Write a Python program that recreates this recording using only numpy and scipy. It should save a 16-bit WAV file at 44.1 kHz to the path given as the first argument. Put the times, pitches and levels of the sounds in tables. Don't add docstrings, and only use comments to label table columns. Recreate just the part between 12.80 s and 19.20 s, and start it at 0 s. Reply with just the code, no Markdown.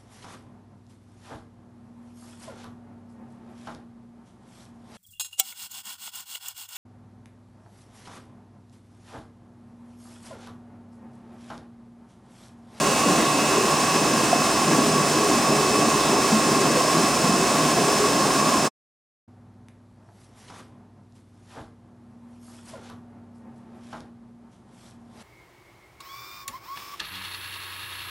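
import sys
import numpy as np
from scipy import signal
from scipy.fft import rfft, irfft, next_fast_len
from scipy.io import wavfile
from scipy.ndimage import uniform_filter1d

SR = 44100
rng = np.random.default_rng(int(sys.argv[2]) if len(sys.argv) > 2 else 0)


def wav_out(sig):
    wavfile.write(sys.argv[1], SR, np.round(np.clip(np.atleast_2d(sig).T, -1, 1) * 32767).astype(np.int16))


N = 282098
TIME_S = np.arange(N) / SR
FFT_N = next_fast_len(N + SR // 2)
BINS_HZ = np.maximum(np.arange(FFT_N // 2 + 1) * SR / FFT_N, 1)

# frequency in Hz, relative density in dB.
CHURN_SPECTRUM = [(60, -54.5), (118, -16.5), (150, -1.5), (185, -4.5), (205, 1), (320, 0.5), (375, -6),
                  (450, -12), (560, -14.5), (1200, -53)]
BABBLE_SPECTRUM = [(250, -36), (400, -7), (490, -1), (720, 1), (810, -4), (980, -7.5), (1250, -12.5),
                   (2500, -37)]
HISS_SPECTRUM = [(300, -21.5), (900, 6), (1300, 4), (1700, 2.5), (2100, 1), (2900, -1), (4000, -1.5),
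                 (5200, 0), (7200, 0.5), (8600, -1.5), (10000, -7.5), (12000, -15), (15800, -19.5)]
RUMBLE_SPECTRUM = [(20, -31.5), (34, -19.5), (52, -21), (62, 5), (73, -1.5), (84, 3.5), (115, 2),
                   (170, -11), (400, -31)]
MIC_NOISE_SPECTRUM = [(20, -6.5), (60, 1), (150, 4), (1000, -0.5), (9000, 5), (12000, -20), (15800, -23.5)]
# frequency in Hz, nominal width in Hz, relative level in dB.
LID_AIR_MODES = [(380.3, 6, -0.66), (414.3, 8, -0.34)]
FILTER_BOX_MODES = [(1004, 6.8, -5.5), (1047.6, 18, -4.5), (1075, 10.8, 2.5), (1124, 15, 1),
                    (1172, 12, -6.5), (1234, 9.3, -21.5)]
WATER_TANK_MODES = [(149.5, 7.6, -40), (224.8, 2.9, -44), (312, 10, -39), (1640, 35, -44)]
# start in seconds, length in seconds, relative level in dB.
LID_BOOMS = [(0.006, 0.094, -28), (0.28, 0.062, -33.5), (0.692, 0.158, -26.5), (1.135, 0.062, -27.5),
             (1.852, 0.08, -30), (1.96, 0.22, -29), (2.351, 0.192, -26.5), (2.712, 0.28, -26.5),
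             (3.154, 0.056, -28), (3.313, 0.048, -27), (3.408, 0.086, -29), (3.665, 0.154, -26.5),
             (4.569, 0.074, -26), (4.976, 0.152, -27), (5.196, 0.082, -28), (5.438, 0.058, -26.5)]
AIR_GULPS = [(0.26, 0.062, -20.5), (0.38, 0.037, -22), (0.55, .06, -25.5), (1.14, 0.26, -29),
             (1.87, .17, -23.5), (2.06, 0.14, -26), (2.34, .06, -29), (2.49, .11, -25), (2.68, 0.061, -22),
             (2.96, .11, -24.5), (3.29, 0.096, -25), (3.63, 0.34, -26.5), (4.14, .1, -22.5),
             (4.44, 0.12, -24.5), (4.6, 0.035, -26.5), (4.74, .13, -25.5), (4.96, 0.08, -25),
             (5.29, 0.2, -28), (5.52, 0.31, -28)]
# time in seconds, relative level in dB.
BOX_RING_CURVE = [(0.0, -33), (0.01, -28.5), (0.5, -25.5), (0.68, -34), (0.73, -25), (1.48, -30),
                  (2.0, -26), (2.05, -33.5), (2.17, -24), (2.31, -34), (2.34, -26.5), (5.23, -27.5),
                  (5.67, -24), (5.85, -27.5)]
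# frequency in Hz, rms level in dB.
PUMP_TONES = [(58.8, -55), (120, -47.5), (1051, -39.5), (1123, -38.5), (1388, -46), (1637, -47.5),
              (5259, -56), (5319, -53), (6241, -56)]
# time in seconds, then levels in dB of fundamental, octave and upper tone.
WHINE_CURVES = [(0, -40.5, -44, -40), (0.8, -36, -38, -41), (1.6, -39.5, -35, -45), (3.5, -39, -35, -50.5),
                (5.8, -42, -35.5, -51.5)]
# offset in Hz, level in dB re the fundamental.
WHINE_SIDE_TONES = [(-59, -13), (-23, -9), (58, -17), (82, -17), (118, -16)]
# peak time in seconds, centre in Hz, level in dB, half-length in seconds.
FIZZ_SPURTS = [(0.41, 1806, -32, 0.057), (0.468, 3720, -35.5, .08), (1.93, 1740, -31, 0.026),
               (3.246, 3620, -36, 0.1)]
# start in seconds, pitch in Hz, level in dB at decay start, t60 in seconds.
LARGE_BUBBLES = [(0.272, 280, -27, .15), (0.771, 420, -19.5, 0.33), (1.529, 700, -0.5, 0.032),
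                 (1.562, 726, -19, 0.2), (1.929, 312, -13, 0.19), (1.971, 280, -18.5, .17),
                 (2.843, 408, -19, .25), (3.020, 706, -16, .08), (3.362, 890, -18, 0.093),
                 (3.523, 217, -9, 0.24), (3.968, 500, -15, 0.19), (4.149, 234, -24, 0.099),
                 (4.175, 181, -17.5, 0.19), (4.429, 165, -15.5, 0.24), (4.590, 377, -19.5, 0.23),
                 (4.975, 687, -15.5, 0.098), (5.2, 413, -16, 0.2)]
# frequency in Hz, side re mid in dB.
STEREO_WIDTH = [(60, -20), (160, -34.5), (350, -25), (700, -19.5), (1100, -13.5), (1900, -14.5),
                (3500, -14), (6800, -9.5), (9000, -10.5), (12000, -27.5), (15000, -32.5)]
# frequency in Hz, left lead in radians.
LEFT_LEAD = [(100, 0), (400, -.2), (750, -.3), (1120, -.27), (1300, -.13), (2400, -.05), (2600, .28),
             (3300, 0), (4500, .1), (6300, .36), (8500, .22), (11000, 0)]
# frequency in Hz, left re right in dB.
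LEFT_BALANCE = [(60, 0.5), (110, 0.5), (200, 0.1), (380, 0.69), (700, -0.67), (1290, -2.0), (2380, 0),
                (4400, -1.0), (8120, -0.5), (15000, 0.0)]


def from_db(db):
    return 10 ** (np.asarray(db) / 20)


def unit_rms(x):
    return x / np.sqrt(np.mean(x ** 2) + 1e-20)


def curves(rows):
    times_s, *columns = np.transpose(rows)
    return [np.interp(TIME_S, times_s, column) for column in columns]


def bin_gains(spectrum):
    hz, db = np.transpose(spectrum)
    return from_db(np.interp(np.log(BINS_HZ), np.log(hz), db))


def colour(x, spectrum):
    return unit_rms(irfft(rfft(x, FFT_N) * bin_gains(spectrum), FFT_N)[:N])


def drift(rate_hz):
    hop, settle = 40, 2000
    pole = np.exp(-2 * np.pi * rate_hz * hop / SR)
    white = rng.standard_normal(N // hop + settle + 2)
    slow = signal.lfilter([1], [1, -2 * pole, pole * pole], white)[settle:]
    return np.interp(np.arange(N) / hop, np.arange(len(slow)), unit_rms(slow))


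def resonate(x, hz, width_hz):
    radius = np.exp(-np.pi * width_hz / SR)
    zeros = np.array([1, 0, -1]) * (1 - radius ** 2) / 2
    poles = [1, -2 * radius * np.cos(2 * np.pi * hz / SR), radius ** 2]
    return signal.lfilter(zeros, poles, x + 1e-18)


def flatten(x, span_s):
    return x / np.sqrt(uniform_filter1d(x ** 2, int(span_s * SR)) + 1e-9)


def swells(rows, attack_s, release_s):
    power = np.zeros(N)
    for start_s, length_s, level_db in rows:
        rise = np.clip((TIME_S - start_s) / attack_s + .5, 0, 1)
        fall = np.exp(-np.clip((TIME_S - start_s - length_s) / release_s, 0, 20))
        power += (from_db(level_db) * rise * fall) ** 2
    return np.sqrt(power)


def bubble_swarm(low_hz, high_hz, per_s, q, spread_db, wash_db=9.5, pitch_count=24):
    born = rng.random(N) < per_s / SR
    strength = from_db(spread_db * np.minimum(rng.exponential(1, N), 3))
    kicks = born * strength * rng.choice([-1, 1], N)
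    pitch_index = rng.integers(0, pitch_count, N)
    pitches_hz = np.geomspace(low_hz, high_hz, pitch_count)
    rings = sum(resonate(kicks * (pitch_index == k), hz, hz / q) for k, hz in enumerate(pitches_hz))
    return unit_rms(rings) + from_db(wash_db) * rng.standard_normal(N)


def outflow(churn_db, babble_db):
    gulps = swells(AIR_GULPS, attack_s=0.016, release_s=0.033) * from_db(-0.6)
    big = bubble_swarm(124.7, 523.6, per_s=800, q=24, spread_db=2.0)
    small = bubble_swarm(402, 1300, per_s=1200, q=24.6, spread_db=1.0)
    churn = flatten(colour(big, CHURN_SPECTRUM), span_s=0.073)
    babble = flatten(colour(small, BABBLE_SPECTRUM), span_s=0.049)
    churn_gain = np.hypot(from_db(churn_db + 1.1 * drift(rate_hz=9)), gulps)
    babble_gain = np.hypot(from_db(babble_db + drift(rate_hz=7.3)), 0.34 * gulps)
    return churn_gain * churn + babble_gain * babble


def hollow_ring(modes):
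    out = np.zeros(N)
    for hz, width_hz, level_db in modes:
        band = resonate(rng.standard_normal(N), hz, 1.18 * width_hz)
        out += from_db(level_db) * unit_rms(resonate(band, hz, 4 * width_hz))
    return out


def lid_air(rest_db, boom_gain_db):
    booms = swells(LID_BOOMS, attack_s=0.016, release_s=0.027) * from_db(boom_gain_db)
    return np.hypot(from_db(rest_db), booms) * flatten(hollow_ring(LID_AIR_MODES), span_s=0.1)


def filter_box(gain_db, sway_db, throb_hz, throb_depth):
    level_db, = curves(BOX_RING_CURVE)
    gain = from_db(level_db + gain_db + sway_db * drift(rate_hz=9.9))
    throb = 1 + throb_depth * np.sin(2 * np.pi * throb_hz * TIME_S)
    return gain * throb * flatten(hollow_ring(FILTER_BOX_MODES), span_s=0.12)


def hiss(level_db, flutter_db, fizz_width_hz):
    gain = from_db(level_db + flutter_db * drift(rate_hz=16))
    out = gain * colour(rng.standard_normal(N), HISS_SPECTRUM)
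    for peak_s, hz, spurt_db, half_length_s in FIZZ_SPURTS:
        band = resonate(rng.standard_normal(N), hz, fizz_width_hz)
        fizz = unit_rms(resonate(band, hz, fizz_width_hz))
        envelope = np.exp(-2 * ((TIME_S - peak_s) / half_length_s) ** 2)
        out += from_db(spurt_db) * envelope * fizz
    return out


def room_rumble(level_db):
    return from_db(level_db) * colour(rng.standard_normal(N), RUMBLE_SPECTRUM)


def tone(hz, level_db, waver_hz=0.41, waver_db=1.27):
    phase_rad = 2 * np.pi * np.cumsum(hz + waver_hz * drift(rate_hz=1.9)) / SR
    return np.sqrt(2) * np.sin(phase_rad) * from_db(level_db + waver_db * drift(rate_hz=3.6))


def pump_motor(whine_hz, upper_hz, whistle_hz, whine_right_db):
    whine_db, octave_db, upper_db = curves(WHINE_CURVES)
    steady = sum(tone(hz, level_db) for hz, level_db in PUMP_TONES)
    octave = tone(2 * whine_hz, octave_db)
    upper = tone(upper_hz, upper_db)
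    whistle = tone(whistle_hz, -46.5 + 0.4 * (upper_db - upper_db.mean()))
    whine = tone(whine_hz, whine_db) * from_db(whine_right_db * np.array([[-.5], [.5]]))
    sides = sum(tone(whine_hz + offset_hz, whine_db + db) for offset_hz, db in WHINE_SIDE_TONES)
    return steady + octave + upper + whistle + whine + sides


def mic_noise(level_db):
    whites = rng.standard_normal((2, N))
    return from_db(level_db) * np.array([colour(white, MIC_NOISE_SPECTRUM) for white in whites])


def large_bubbles(pitch_creep, swell_cycles):
    out = np.zeros(N)
    for start_s, hz, level_db, t60_s in LARGE_BUBBLES:
        start = int(start_s * SR)
        age_s = TIME_S[:min(SR // 3, N - start)]
        swell = 1 - np.exp(-age_s * hz / swell_cycles)
        decay = from_db(level_db - 60 * age_s / t60_s)
        phase_rad = 2 * np.pi * hz * age_s * (1 + pitch_creep * age_s / t60_s)
        out[start:start + len(age_s)] += swell * decay * np.sin(phase_rad)
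    return out


def room(x, t60_s, first_echo_s):
    decay = from_db(-60 * np.minimum(TIME_S / t60_s, 3)) * (TIME_S > first_echo_s)
    reflections = rng.standard_normal(N) * decay
    response = rfft(reflections / np.sqrt(np.sum(reflections ** 2)), FFT_N)
    side = irfft(rfft(x, FFT_N) * response * bin_gains(STEREO_WIDTH), FFT_N)[:N]
    return np.array([x + side, x - side])


def mic_pair(stereo):
    hz, lead_rad = np.transpose(LEFT_LEAD)
    phase_rad = np.interp(np.log(BINS_HZ), np.log(hz), lead_rad)
    left = np.sqrt(bin_gains(LEFT_BALANCE)) * np.exp(.5j * phase_rad)
    return irfft(rfft(stereo, FFT_N) * np.array([left, 1 / left]), FFT_N)[:, :N]


def scene():
    water = outflow(churn_db=-29.0, babble_db=-27.5)
    water += large_bubbles(pitch_creep=0.024, swell_cycles=1.5)
    box = filter_box(gain_db=-1.5, sway_db=0.7, throb_hz=60, throb_depth=0.082)
    lid = lid_air(rest_db=-36, boom_gain_db=-1.5)
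    tank = hollow_ring(WATER_TANK_MODES)
    rush = hiss(level_db=-26.0, flutter_db=0.55, fizz_width_hz=650)
    rumble = room_rumble(level_db=-47.5)
    motor = pump_motor(whine_hz=2601, upper_hz=2825, whistle_hz=6127, whine_right_db=8.0)
    floor = mic_noise(level_db=-55.5)
    in_room = room(water + box + lid + tank + rush + rumble, t60_s=0.44, first_echo_s=0.025)
    return mic_pair(in_room + motor) + floor


def record(dry):
    stop_s, fade_s, cutoff_hz = 5.868, 0.03, 15900
    gate = from_db(-50 * np.clip((TIME_S - stop_s) / fade_s, 0, 2) ** 2)
    lowpass = signal.ellip(12, .1, 90, cutoff_hz, fs=SR, output="sos")
    return signal.sosfilt(lowpass, dry * gate)


dry = scene()
out = record(dry)
wav_out(out)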